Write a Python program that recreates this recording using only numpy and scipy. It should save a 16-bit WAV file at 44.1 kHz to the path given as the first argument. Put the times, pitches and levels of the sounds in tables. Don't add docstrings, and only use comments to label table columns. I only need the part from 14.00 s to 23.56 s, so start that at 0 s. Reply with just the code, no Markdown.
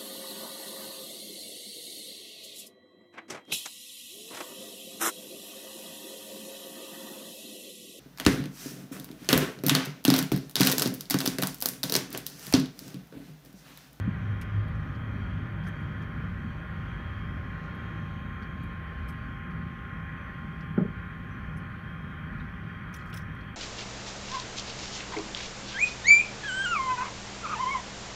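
import sys
import numpy as np
from scipy import signal
from scipy.fft import rfft, irfft, next_fast_len
from scipy.io import wavfile
from scipy.ndimage import uniform_filter1d, map_coordinates

SR = 44100
rng = np.random.default_rng(int(sys.argv[2]) if len(sys.argv) > 2 else 0)


def master_out(mix):
    frames = np.transpose(np.atleast_2d(mix))
    ceiling = np.clip(frames, -1, 1)
    pcm = np.round(ceiling * 32767).astype(np.int16)
    wavfile.write(sys.argv[1], SR, pcm)


def magnitude_from_level(level_db):
    exponent = np.asarray(level_db, float) / 20
    return 10 ** exponent


N = 421596
T_S = np.arange(N) / SR

# (time [s], level [dB])
ROAD = [(0, 7), (1.3, 7), (2.4, 3.5), (3.2, 3), (3.7, 1.5), (4.4, 1.5), (5.3, -1), (6.2, -0.5), (7.3, -0.5),
        (8.3, -2), (9.56, -2)]


def unit(x):
    return x / np.sqrt(np.mean(x ** 2) + 1e-20)


def curve(rows):
    s, db = np.transpose(rows)
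    return np.interp(T_S, s, db)


def wobble(knots_per_s):
    knots = rng.standard_normal(int(N * knots_per_s / SR) + 4)
    return map_coordinates(knots, [np.arange(N) * knots_per_s / SR])


def noise(gain, size=N):
    m = next_fast_len(size)
    spectrum = rfft(rng.standard_normal(m)) * gain(np.fft.rfftfreq(m, 1 / SR))
    return unit(irfft(spectrum, m)[:size])


def shaped(points):
    f, db = np.transpose(points)
    return lambda hz: magnitude_from_level(np.interp(np.log(hz + 1), np.log(f), db, -120, -120))


def peaked(modes):
    return lambda hz: np.sqrt(sum(magnitude_from_level(2 * db) / (1 + (2 * (hz - c) / w) ** 2) ** 2 for c, w, db in modes))


def rippled(colour, spacing_hz, depth_db):
    knots = rng.standard_normal(int(SR / 2 / spacing_hz) + 4)
    return lambda hz: colour(hz) * magnitude_from_level(depth_db * map_coordinates(knots, [hz / spacing_hz]))


def evened(x):
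    padded = np.pad(x, (0, next_fast_len(N + SR) - N), 'reflect')
    envelope = np.abs(signal.hilbert(padded)[:N])
    return unit(x / (envelope + 0.46) ** 0.78)


def patchy(x, depth_db):
    z = signal.stft(np.pad(x, (0, SR // 10), 'reflect'), nperseg=512, boundary='even')[2]
    field = uniform_filter1d(rng.standard_normal(z.shape), size=6, axis=0)
    field = uniform_filter1d(field, size=30, axis=1)
    return signal.istft(z * magnitude_from_level(depth_db * unit(field)), nperseg=512)[1][:N]


def spells(rows, rest_db):
    edge_s = .06

    def on(s):
        return np.clip((T_S - s) / edge_s + .5, 0, 1)

    return rest_db + sum((db - rest_db) * (on(s) - on(s + length_s)) for s, length_s, db in rows)


def sine(hz):
    return np.sin(2 * np.pi * np.cumsum(hz) / SR)


def add(out, s, x):
    out[round(s * SR):][:len(x)] += x


def electronics():
    # (frequency [Hz], density [dB per Hz])
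    hiss_colour = [(5000, -37), (6500, -11), (7900, -8), (8100, 0.5), (9800, 0), (10700, -5.5), (11400, -1),
                   (12600, 0), (13800, -3), (15100, -2.5), (15700, -2.5), (15750, 6)]
    orders = [50, 56, 57, 58, 60, 62, 63, 68, 70, 71, 74, 75, 77, 78, 79, 81]
    strong_db = {59: -95, 61: -98, 67: -100, 69: -97, 72: -98, 80: -101}
    hiss_db, buzz_hz, weak_db, scatter_db = -82.5, 192.81, -104, 2.7

    comb_db = {k: weak_db + scatter_db * rng.standard_normal() for k in orders} | strong_db
    buzz = sum(magnitude_from_level(db) * np.sin(2 * np.pi * (k * buzz_hz * T_S + rng.random())) for k, db in comb_db.items())
    hiss = magnitude_from_level(hiss_db + .4 * wobble(3.6)) * noise(shaped(hiss_colour))
    return hiss + buzz * magnitude_from_level(4 + wobble(2))


def distant():
    # (start [s], length [s], level [dB rms])
    sing = [
        (0.2, 3.6, -98),
        (4.1, .4, -95),
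        (5.2, .3, -96),
        (5.75, .45, -90),
        (7.7, .9, -96),
        (9.25, .3, -94),
    ]
    start_s, end_s, glide_db, sing_hz = 7.15, 8.45, -95, 6245

    glide_hz = np.interp(T_S, (start_s, end_s), (4640, 5400))
    glide_level_db = spells([(start_s, end_s - start_s, glide_db)], -130) + 3 * wobble(7)
    glide = magnitude_from_level(glide_level_db) * sine(glide_hz)
    return glide + magnitude_from_level(spells(sing, -110) + 3) * sine(sing_hz + 6 * wobble(6))


def machinery():
    # (time [s], level [dB rms])
    spool = [(0, -62), (.4, -58), (1.2, -60), (3.2, -57.5), (3.5, -54.5), (4.8, -54), (6.7, -55),
             (7.3, -56.5), (8.5, -59.5), (9.56, -59.5)]
    # (start [s], length [s], level [dB rms])
    pump = [(.2, .5, -68), (0.947, 0.39, -66.5), (1.6, 0.49, -66.5), (2.85, 0.55, -63.5),
            (3.703, 1.03, -66.5), (5.1, 0.42, -69.5), (5.9, .4, -70), (6.5, .3, -70), (7.2, .4, -76),
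            (7.85, 0.44, -65.5), (8.695, 0.44, -68), (9.3, .4, -67)]
    # (start [s], length [s], level [dB rms])
    whistle = [(1.15, 0.65, -86), (1.75, .5, -85.5), (3.3, .4, -88), (4.56, .12, -83), (4.85, 0.22, -82),
               (5.12, .18, -80), (6.15, .45, -86), (8.1, .35, -88), (8.75, .55, -86), (9.45, .2, -85)]
    tone_hz = [799.7, 1062, 3222.5, 4527.5]
    whine_hz = [400, 818, 1005, 1118, 1197.5, 1225, 1263.5, 1330, 1405, 1537, 1599, 1828, 2001, 2263, 3001,
                3090, 3158]
    # (level [dB rms], width [Hz])
    whines = [(-68.5, 12), (-71, 6), (-70.5, 12), (-67, 5), (-63, 2.8), (-69, 15), (-62, 3.4), (-74, 5),
              (-61, 14), (-59.5, 6), (-68.5, 6), (-69, 6.6), (-67.5, 19.5), (-71, 14.05), (-84, 12),
              (-74, 6), (-72.5, 6.6)]
    converter_db, converter_follows_spool, pump_rest_db, whistle_rest_db = -66, 0.27, -77.5, -95

    out = np.zeros(N)
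    spool_db = curve(spool)
    converter_level_db = converter_db + converter_follows_spool * (spool_db - spool_db.mean()) + 1.1 * wobble(3)
    levels_db = converter_level_db, spool_db, spells(pump, pump_rest_db), spells(whistle, whistle_rest_db)
    for hz, db in zip(tone_hz, levels_db):
        drift = 1 + 1.3e-3 * wobble(9)
        out += np.sqrt(2) * magnitude_from_level(db + 1.5 + 0.44 * wobble(8)) * sine(hz * drift)
    for hz, (db, width_hz) in zip(whine_hz, whines):
        steady = sine(hz + 0.402 * width_hz * wobble(5))
        rough = noise(peaked([(hz, width_hz, 0)]))
        out += magnitude_from_level(db + 0.85 * wobble(3.1)) * (0.85 * steady + 0.78 * rough)
    return out


def cloth():
    # (time [s], peak [dB], dullness, low over high [dB], t60 [s])
    brushes = [(0.4155, -40, 8, 0.045), (0.42, -46, 18, 0.04), (0.6833, -57.5, 2, 0.052),
               (1.669, -57, 20, 0.08), (1.678, -64, -9, 0.03), (1.687, -60, 2, 0.06),
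               (1.8054, -64, 5, 0.08), (3.7494, -70, -5, 0.07), (4.4248, -62, 18, 0.07),
               (4.635, -71, -16, 0.12), (5.0868, -60, -5, 0.07), (5.091, -50, -6, 0.085),
               (5.5094, -63, 14, 0.07), (7.5717, -62, 7, 0.076), (7.581, -68, 3, 0.07),
               (8.929, -58, 8, 0.06), (8.9435, -41.5, 6, 0.055), (8.964, -51, 2, 0.07),
               (9.012, -62, 22, 0.049), (9.0606, -62, -1, 0.09), (9.1, -56, 4, 0.066),
               (9.131, -53, 20, 0.12), (9.142, -43, 4, 0.08), (9.162, -48, 2, 0.06), (9.174, -43, 6, 0.07),
               (9.216, -61, 4, 0.06), (9.3506, -63, 3, 0.06), (9.411, -63, 16, 0.07)]
    bands = [[(1200, -36), (2200, -0.5), (2600, 4), (4000, -7), (5500, -2.5), (6800, -8.5), (7800, -36)],
             [(6300, -20.5), (7500, -8.5), (9500, -4), (10800, -6.5), (11800, -54)],
             [(10300, -33), (11400, 2), (13500, -5), (14800, -7.5), (15700, -5), (16000, -48.5)]]

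    out, t = np.zeros(N + SR), np.arange(SR // 4) / SR
    for s, db, dull_db, t60_s in brushes:
        mix_db = dull_db / 2, -.4 * dull_db + 0.5, -dull_db / 2
        puff = sum(magnitude_from_level(level_db) * noise(rippled(shaped(band), 450, depth_db=4.5), size=len(t))
                   for level_db, band in zip(mix_db, bands))
        slips = rng.standard_normal(len(t) // 90 + 3)
        grain = magnitude_from_level(2.8 * map_coordinates(slips, [np.arange(len(t)) / 90]))
        fade = magnitude_from_level(-60 * t / (0.7 * t60_s)) + magnitude_from_level(-12 - 60 * t / (2.2 * t60_s))
        attack = (1 - np.exp(-t / 0.0021)) ** 2
        add(out, s - .004, magnitude_from_level(db - 9.5) * puff * grain * fade * attack)
    return out[:N]


def plastic():
    # (time [s], level [dB],
    # frequency [Hz], width [Hz])
    ticks = [(.418, -46, 2250, 1200), (.75, -71, 6000, 2500), (.95, -62, 4500, 2000),
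             (1.666, -39, 1450, 250), (1.669, -37, 1620, 300), (1.674, -40, 1700, 200),
             (2.02, -71, 11000, 6000), (2.02, -65, 5500, 2500), (4.426, -60, 4520, 300),
             (5.09, -66, 5200, 200), (5.093, -68, 6350, 300), (7.569, -65, 6200, 300),
             (6.607, -63, 5000, 2500), (7.571, -65, 9200, 500), (7.573, -69, 10400, 500),
             (7.57, -71, 12600, 1200), (3.752, -72, 11400, 300), (7.575, -68, 5400, 300),
             (8.4, -57, 3800, 500), (8.963, -59, 7100, 400), (9.128, -48, 3300, 1200),
             (9.14, -57, 15550, 350), (9.17, -55, 5350, 346), (9.172, -60, 15550, 350),
             (9.01, -62, 4300, 900), (8.943, -56, 5900, 600), (5.081, -64, 11500, 3000),
             (5.088, -61, 5000, 3000), (4.422, -68, 5800, 2000), (9.19, -63, 5000, 3000),
             (9.407, -61, 4200, 600)]
    # (time [s], level [dB], frequency [Hz], width [Hz])
    creaks = [(1.645, -75, 11000, 5000), (3.63, -71, 5500, 3000), (8.985, -66, 5000, 4000),
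              (9.07, -70, 6000, 6000), (1.635, -66, 4500, 2000), (7.31, -74, 6000, 150),
              (7.78, -82, 11000, 200)]
    # (time [s], level [dB], frequency [Hz], width [Hz])
    snaps = [(.414, -52, 9000, 2500), (.418, -50, 12000, 2500), (.415, -47, 5000, 3000),
             (.419, -38, 2100, 900), (.432, -56, 5200, 1500), (.432, -60, 9000, 1500),
             (1.655, -62, 5000, 3000), (1.669, -54, 4200, 2500), (1.669, -60, 9000, 1000),
             (1.676, -58, 4500, 3000), (1.676, -56, 9400, 1000), (1.676, -57, 11500, 2500),
             (1.685, -54, 9200, 800), (1.685, -55, 11200, 800), (1.685, -59, 13200, 1000),
             (1.685, -58, 15400, 500), (1.685, -50, 3200, 1200), (1.687, -61, 6800, 1500),
             (4.424, -55, 3700, 1200), (4.577, -59, 4530, 200), (6.608, -56, 3600, 1200),
             (3.751, -67, 10000, 600), (7.581, -58, 10400, 600), (7.579, -58, 9200, 500),
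             (9.352, -63, 9500, 6000), (8.946, -44, 2300, 1200), (9.15, -45, 2400, 1200),
             (9.172, -46, 2500, 1500), (4.632, -60, 11800, 1500), (4.73, -72, 11000, 5000),
             (5.088, -54, 12000, 3000), (8.941, -44, 6000, 900), (8.945, -52, 11800, 900),
             (8.947, -51, 8000, 1000), (8.948, -50, 5000, 1500), (8.943, -46, 3200, 800),
             (8.963, -46, 3200, 700), (8.966, -56, 14500, 1500), (8.994, -52, 3200, 1200),
             (9.102, -57, 5300, 1500), (9.102, -62, 12000, 3000), (9.13, -44, 3200, 700),
             (9.136, -46, 2900, 900), (9.14, -46, 5450, 800), (9.141, -44, 2800, 1000),
             (9.148, -46, 5400, 600), (9.147, -54, 9500, 1500), (9.162, -50, 5800, 1200),
             (9.163, -53, 10500, 2000), (9.171, -46, 5500, 1200), (9.171, -53, 9500, 1500),
             (9.176, -46, 5300, 500), (9.184, -52, 5300, 600), (9.208, -56, 5500, 1500),
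             (9.22, -55, 5500, 1200)]

    out, t = np.zeros(N + SR), np.arange(SR // 4) / SR
    for rows, t60_s in (ticks, 0.087), (creaks, .32), (snaps, .024):
        for s, db, hz, width_hz in rows:
            note = noise(peaked([(hz, width_hz, 0)]), size=len(t))
            add(out, s - .002, magnitude_from_level(db) * note * magnitude_from_level(-60 * t / t60_s) * (1 - np.exp(-t / 0.0018)))
    return out[:N]


def gear():
    # (time [s], peak [dB], frequency [Hz], length [s], rattle [dB])
    blows = [(0.0745, -19.5, 204, 0.012, -35), (.0826, -18, 153, 0.018, -33),
             (6.7749, -12.5, 200, 0.021, -17), (6.7753, -22, 380, .015, -30), (6.7795, -31, 560, .014, -30),
             (6.772, -37, 1420, .016, -40), (6.78, -42, 820, .025, -40), (6.779, -39, 1260, .014, -40),
             (6.808, -26, 390, .014, -29), (6.7915, -21, 200, 0.018, -19), (6.8, -29, 330, .014, -30),
             (6.818, -39, 580, .03, -30), (6.822, -34, 400, .015, -30), (6.846, -33, 430, .016, -30),
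             (6.895, -33, 190, .022, -30), (6.8043, -15.5, 177, 0.04, -18), (6.848, -25, 188, 0.023, -19),
             (6.872, -33, 200, 0.026, -14)]
    # (frequency [Hz], width [Hz], level [dB])
    panels = [(270, 41, -5.5), (373, 106, 3), (452, 45, 0.5), (600, 73, -6.5), (798, 180, -15),
              (1110, 230, -20.5), (1450, 500, -14)]

    out, t = np.zeros(N + SR), np.arange(SR // 3) / SR
    for s, db, hz, length_s, rattle_db in blows:
        swing = np.sin(np.pi * np.clip(t / length_s, 0, 1)) ** 2.2 * np.sin(2 * np.pi * hz * t)
        rattle = noise(peaked(panels), size=len(t)) * magnitude_from_level(-60 * t / 0.2) * np.clip(t / 0.002, 0, 1) ** 2
        add(out, s, magnitude_from_level(db) * (swing + magnitude_from_level(rattle_db) * rattle))
    return out[:N]


def vents():
    # (frequency [Hz], density [dB per Hz])
    duct = [(200, -40.5), (280, -4.5), (430, -9), (615, -6.5), (700, -18.5), (760, -12), (875, -18.5),
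            (950, -11.5), (1100, -41.5)]
    nozzle = [(700, -51.5), (870, -29), (1000, -4.5), (1070, -10), (1220, 0), (1300, -4.5), (1400, 0.5),
              (1540, 0), (1960, -3.5), (2110, -6.5), (2390, -7), (2560, -11.5), (2650, -38), (3200, -51.5)]
    edge = [(2250, -30), (2620, -2.5), (2930, -3), (3050, -1), (3250, 1), (3360, -5), (3500, -6.5),
            (3900, -58.5)]
    far = [(3200, -22), (3600, 4), (4000, 0), (4550, -2), (4950, -9.5), (5300, -6.5), (6200, -7.5),
           (6900, -12), (7800, -17), (9000, -38)]
    levels_db = [-53, -47.5, -62, -72.5]
    follows = [0.18, -0.072, -0.09, 0.086]
    patches_db = [.5, .5, 1, 1.9]
    valves_db = [-2.5, 0, -2, -2.5]
    valve_s, valve_takes_s = 4.25, .3

    out, road_db = np.zeros(N), curve(ROAD)
    shut = np.clip((T_S - valve_s) / valve_takes_s + .5, 0, 1)
    layers = zip(levels_db, follows, valves_db, patches_db, (duct, nozzle, edge, far))
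    for db, follow, valve_db, patch_db, colour in layers:
        level_db = db + follow * road_db + valve_db * shut + 0.7 * wobble(6.8)
        rush = noise(rippled(shaped(colour), 31.78, depth_db=2.0))
        out += magnitude_from_level(level_db) * patchy(rush, patch_db)
    return out


def rolling():
    # (frequency [Hz], width [Hz], level [dB])
    deep = [(53.4, 11, -6), (76.6, 34.5, -4)]
    floor = [(103.5, 16.6, 0)]
    walls = [(157.7, 13.1, 3.5), (177.6, 15, -2), (195, 9.2, -6)]
    # (frequency [Hz], density [dB per Hz])
    broad = [(22, -59.5), (32, -18.5), (45, 2), (90, -8), (130, 1), (250, -4.5), (270, -10), (330, -19),
             (500, -30), (700, -98)]
    # (time [s], deep [dB], floor [dB], wall [dB])
    bumps = [(.02, 3, 3.5, -5), (.29, -8, 6.5, -3), (.41, 7, -4.5, 2.5), (.58, 5, 12.5, 0),
             (1.65, 1, 0.5, 6.5), (1.87, -5, 6, 1.5), (3.1, 2, 7, 0), (4.34, 4, -5, -7),
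             (5.03, 9.5, -9, -9), (5.3, 2, -1, -22), (5.62, 6, 6.5, 5), (7.32, -9, 1, -5),
             (7.55, 3, 6, 7.5), (8.7, -2.5, 3, -1.5), (8.9, 0, -6, 6.5), (4.75, -1, -4, 6),
             (9.19, -6, 9.5, 4)]
    hull_db = [-44.5, -47, -44.5, -52]
    follows = [0.61, 1.46, 0.22, 0.41]
    swings_db, swings_per_s = [1.6, 1.9, 2.1, 0.99], 5.5
    bump_s, beat_s, beat_top_s, beat_db = 0.076, 2.12, 4, 1

    road_db = curve(ROAD)
    deep_db, floor_db, wall_db, broad_db = [db + follow * road_db + swing_db * wobble(swings_per_s)
                                            for db, follow, swing_db in zip(hull_db, follows, swings_db)]
    bumps_db = sum(np.outer(db, np.exp(-((T_S - s) / bump_s) ** 2)) for s, *db in bumps)
    throb_db = beat_db * np.cos(2 * np.pi * (T_S - beat_top_s) / beat_s)
    out = magnitude_from_level(deep_db + bumps_db[0]) * evened(noise(peaked(deep)))
    out += magnitude_from_level(floor_db + bumps_db[1]) * evened(noise(peaked(floor)))
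    out += magnitude_from_level(wall_db + bumps_db[2] + throb_db) * evened(noise(peaked(walls)))
    return out + magnitude_from_level(broad_db + 10.0 + 1.23 * wobble(9)) * noise(shaped(broad))


def scene():
    background = electronics() + distant() + machinery()
    return (background + cloth() + plastic() + gear() + vents() + rolling())[None]


def top_cut(x):
    return signal.sosfilt(signal.butter(12, 15730, fs=SR, output="sos"), x)


def record(dry):
    top_hz, bass_hz, release_s = 15750, 27, .18
    over = np.clip(uniform_filter1d(np.abs(dry), size=900) - .035, 0, None)
    keep = np.exp(-1 / (release_s * SR))
    duck_db = -260 * signal.lfilter([1 - keep], [1, -keep], over)
    m = next_fast_len(N + SR)
    hz = np.fft.rfftfreq(m, 1 / SR)
    capsule = (hz < top_hz) / (1 + (bass_hz / (hz + 1)) ** 4)
    padded = np.pad(dry * magnitude_from_level(duck_db), ((0, 0), (0, m - N)), 'reflect')
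    mix = irfft(rfft(padded) * capsule, m)[:, :N]
    mix[:, -350:] *= np.hanning(700)[350:]
    return top_cut(mix)


dry = scene()
out = record(dry)
master_out(out)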